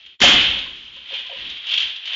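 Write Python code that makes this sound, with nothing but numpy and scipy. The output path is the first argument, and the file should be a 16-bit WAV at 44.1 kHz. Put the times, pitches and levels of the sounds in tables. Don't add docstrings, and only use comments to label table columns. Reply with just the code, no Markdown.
import sys
import numpy as np
from scipy import signal
from scipy.fft import rfft, irfft, next_fast_len
from scipy.io import wavfile
from scipy.ndimage import map_coordinates

SR = 44100
rng = np.random.default_rng(int(sys.argv[2]) if len(sys.argv) > 2 else 0)


def bounce(signal):
    frames = np.transpose(np.atleast_2d(signal))
    limited = np.clip(frames, -1, 1)
    pcm = np.round(limited * 32767).astype(np.int16)
    wavfile.write(sys.argv[1], SR, pcm)


def level_to_linear(level):
    exponent = np.asarray(level, float) / 20
    return 10 ** exponent


N = 94815

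# frequency in Hz, density in dB per Hz.
SHARD_TONE = [(60, -51.5), (400, -32), (1200, -25.5), (2300, -10), (3200, 4.5), (4100, -9.5), (5200, -20),
              (7300, -30)]


def unit(x):
    return x / np.sqrt(np.mean(x ** 2) + 1e-20)


def along(points, hz):
    f, v = np.transpose(points)
    return np.interp(np.log(hz + 1), np.log(f + 1), v)


def curve(rows):
    s, v = np.transpose(rows)
    return np.interp(np.arange(N) / SR, s, v)


def uneven(depth_db, per_s):
    levels = rng.standard_normal(300)
    return level_to_linear(depth_db * map_coordinates(levels, [np.arange(N) * per_s / SR]))


def coloured(x, tone):
    m = 2 ** 13
    level_db = np.maximum(along(tone, np.fft.rfftfreq(m, 1 / SR)), -90)
    cepstrum = irfft(np.log(level_to_linear(level_db)), m)
    cepstrum[1:m // 2] *= 2
    cepstrum[m // 2 + 1:] = 0
    response = irfft(np.exp(rfft(cepstrum)), m)[:m // 2]
    return signal.fftconvolve(x, response / np.linalg.norm(response))[:N]


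def add(track, s, sound):
    part = track[round(s * SR):][:len(sound)]
    part += sound[:len(part)]


def room_hum():
    # frequency in Hz, level in dB.
    hum_tone = [(20, -21), (400, -33), (1500, -19), (3200, -5), (7300, -18)]
    return level_to_linear(-70) * coloured(rng.standard_normal(N), hum_tone)


def thuds():
    # start in seconds, level in dB, rise in seconds.
    rumbles = [(0, -64.5, .05), (0.221, -38.5, 0.08), (.32, -28.5, 0.032), (0.451, -39.5, 0.044),
               (.62, -49.5, 0.035), (.72, -53, 0.043), (.88, -59.5, 0.078), (1.1, -60.5, 0.068),
               (1.28, -64.5, 0.014), (1.35, -50, 0.036), (1.421, -49.5, .04), (1.5, -53, 0.022),
               (1.72, -59, 0.029), (1.821, -55, 0.027)]
    # frequency in Hz, level in dB.
    floor_tone = [(20, -4.5), (60, 8.5), (130, -2.5), (300, 1), (500, -8.5), (1000, -49.5)]
    out, t = np.zeros(N), np.arange(SR // 2) / SR
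    for s, db, rise_s in rumbles:
        swell = np.e * t / rise_s * np.exp(-t / rise_s)
        add(out, s, level_to_linear(db) * swell * rng.standard_normal(len(t)))
    return coloured(out, floor_tone)


def shards():
    # time in seconds, level in dB.
    shower = [
        [(0, -42), (.2, -56.5)],
        [(.218, -7.5), (.45, -18.5), (.6, -29.5), (.69, -40), (1.03, -42.5), (1.15, -27), (1.24, -38),
         (1.4, -31.5), (1.46, -33), (1.51, -32), (1.62, -38), (1.72, -24.5), (1.81, -28.5), (1.99, -44.5),
         (2.07, -31.5), (2.15, -24)],
    ]
    shards_per_s, life_cycles = 6000, 2.2
    pitch_hz, pitch_spread = 3000, 0.799
    size_db, biggest_db = 2, 7
    r = rng.random((14000, 3))
    at = np.cumsum(-np.log(r[:, 0])) / shards_per_s
    hz = pitch_hz * np.exp(pitch_spread * rng.standard_normal(len(r)))
    hz = np.clip(hz, 200, 9000)[:, None]
    t = np.arange(250) / SR
    size = level_to_linear(np.minimum(-size_db * np.log(r[:, 1:2]), biggest_db))
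    ringing = np.sin(2 * np.pi * (hz * t + r[:, 2:]))
    pings = size * np.exp(-t * hz / life_cycles) * ringing
    where = (at * SR).astype(int)[:, None] + np.arange(len(t))
    rain = np.bincount(where.ravel(), pings.ravel(), N)[:N]
    strength = level_to_linear(curve(shower[0] + shower[1])) * uneven(0.5, 90)
    return strength * unit(coloured(rain, SHARD_TONE))


def clinks():
    # time of the peak in seconds, peak level in dB.
    pieces = [(.062, -35), (0.465, -23.5), (0.501, -26.5), (.526, -31.5), (0.545, -34.5), (0.588, -23),
              (.964, -36), (1.139, -26), (1.188, -28), (1.265, -31.5), (1.386, -35), (1.47, -34.5),
              (1.499, -23.5), (1.569, -31.5), (1.616, -44), (1.668, -22.5), (1.691, -22.5), (1.714, -16.5),
              (1.738, -12.5), (1.778, -12.5), (1.803, -15), (1.822, -16), (1.872, -24), (1.897, -27.5),
              (1.962, -26.5), (2.057, -24.5), (2.076, -23), (2.091, -36), (2.133, -24)]
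    level_db, rise_s = -3, .005
    out, u = np.zeros(N), np.arange(SR // 10) / SR / rise_s
    for s, db in pieces:
        burst = np.e * u * np.exp(-u)
        add(out, s - .003, level_to_linear(db + level_db) * burst * rng.standard_normal(len(u)))
    return coloured(out, SHARD_TONE)


def blows():
    # start in seconds, level in dB.
    cracks = [(0.203, -22), (.216, -7.5), (.235, -9), (0.261, -15.5), (.28, -11), (.3, -35), (0.333, -19.5),
              (.37, -37), (.41, -22.5), (0.459, -43), (0.574, -59)]
    # frequency in Hz, density in dB per Hz.
    crack_tone = [(15, -58), (25, -26.5), (263, -8), (475, -14.5), (535, -18), (1670, -8), (3180, -8),
                  (4230, -13), (7300, -20), (9490, -72), (16100, -120)]
    crack_t60_s, roar_t60_s, roar_db = 0.16, 1.84, -33.5
    out, t = np.zeros(N), np.arange(SR) / SR
    for s, db in cracks:
        decay = level_to_linear(-60 * t / crack_t60_s) + level_to_linear(roar_db - 60 * t / roar_t60_s)
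        add(out, s, level_to_linear(db) * decay * rng.standard_normal(len(t)))
    return coloured(out, crack_tone)


def frame():
    # start in seconds, level in dB, pitch in Hz.
    knocks = [(.215, -36, 1018), (.232, -17, 732), (.235, -17.5, 561), (.255, -22.5, 253),
              (.49, -36.5, 528), (.568, -36, 555), (.661, -39, 1040), (.966, -48, 547), (.966, -48.5, 1018),
              (1.105, -45.5, 700), (1.108, -47, 958), (1.115, -38, 542), (1.127, -42, 468),
              (1.135, -41, 997), (1.14, -44.5, 820), (1.255, -49.5, 1037), (1.295, -39.5, 702),
              (1.305, -37, 550), (1.312, -43, 953), (1.328, -31.5, 539), (1.355, -43.5, 502),
              (1.35, -44, 1014), (1.728, -56, 750), (2.124, -59.5, 674)]
    rise_s, t60_s, sag_per_s = 0.0027, .08, 0.13
    out, t = np.zeros(N), np.arange(SR // 5) / SR
    for s, db, hz in knocks:
        envelope = level_to_linear(db + 5 - 60 * t / t60_s) * (1 - np.exp(-t / rise_s))
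        add(out, s, envelope * np.sin(2 * np.pi * hz * t * (1 - sag_per_s * t)))
    return out * uneven(3.5, 120)


def hall(x):
    # frequency in Hz, reverberation time T60 in seconds.
    decay = [(100, 0.52), (1000, .6), (3000, 0.65), (6000, 0.32)]
    out, step = np.zeros(N), SR // 5
    for k in range(0, N, step):
        hz, t, z = signal.stft(rng.standard_normal(SR), SR, nperseg=256)
        fading = z * level_to_linear(-60 * t / along(decay, hz)[:, None])
        tail = signal.istft(fading, SR, nperseg=256)[1]
        add(out, k / SR + .008, signal.fftconvolve(x[k:k + step], tail / np.linalg.norm(tail)))
    return out


def scene():
    hum = room_hum()
    metal = thuds() + frame()
    glass = shards() + clinks() + blows()
    direct = level_to_linear(-2.5) * (glass + metal)
    reverberant = level_to_linear(-6.5) * hall(glass + level_to_linear(-5.5) * metal)
    return (direct + reverberant + hum)[None]


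def top_cut(x):
    return signal.sosfilt(signal.butter(12, 7720, fs=SR, output="sos"), x)


def record(dry):
    # time in seconds, gain in dB.
    dip = [
        (.143, 0),
        (.155, -4.5),
        (.185, -22.5),
        (.2, 10.5),
        (.204, 1),
    ]
    drive_db, clip_top, clip_hard = 0.5, .5, 5
    top_hz, edge_hz = 7153, 200
    x = dry * level_to_linear(drive_db + curve(dip))
    x = x / (1 + np.abs(x / clip_top) ** clip_hard) ** (1 / clip_hard)
    m = next_fast_len(N + 4096)
    hz = np.fft.rfftfreq(m, 1 / SR)
    loss_db = np.clip((hz - top_hz) / edge_hz, 0, 10) * 10
    x = irfft(rfft(x, m) * level_to_linear(-loss_db), m)[..., :N]
    return top_cut(x)


dry = scene()
out = record(dry)
bounce(out)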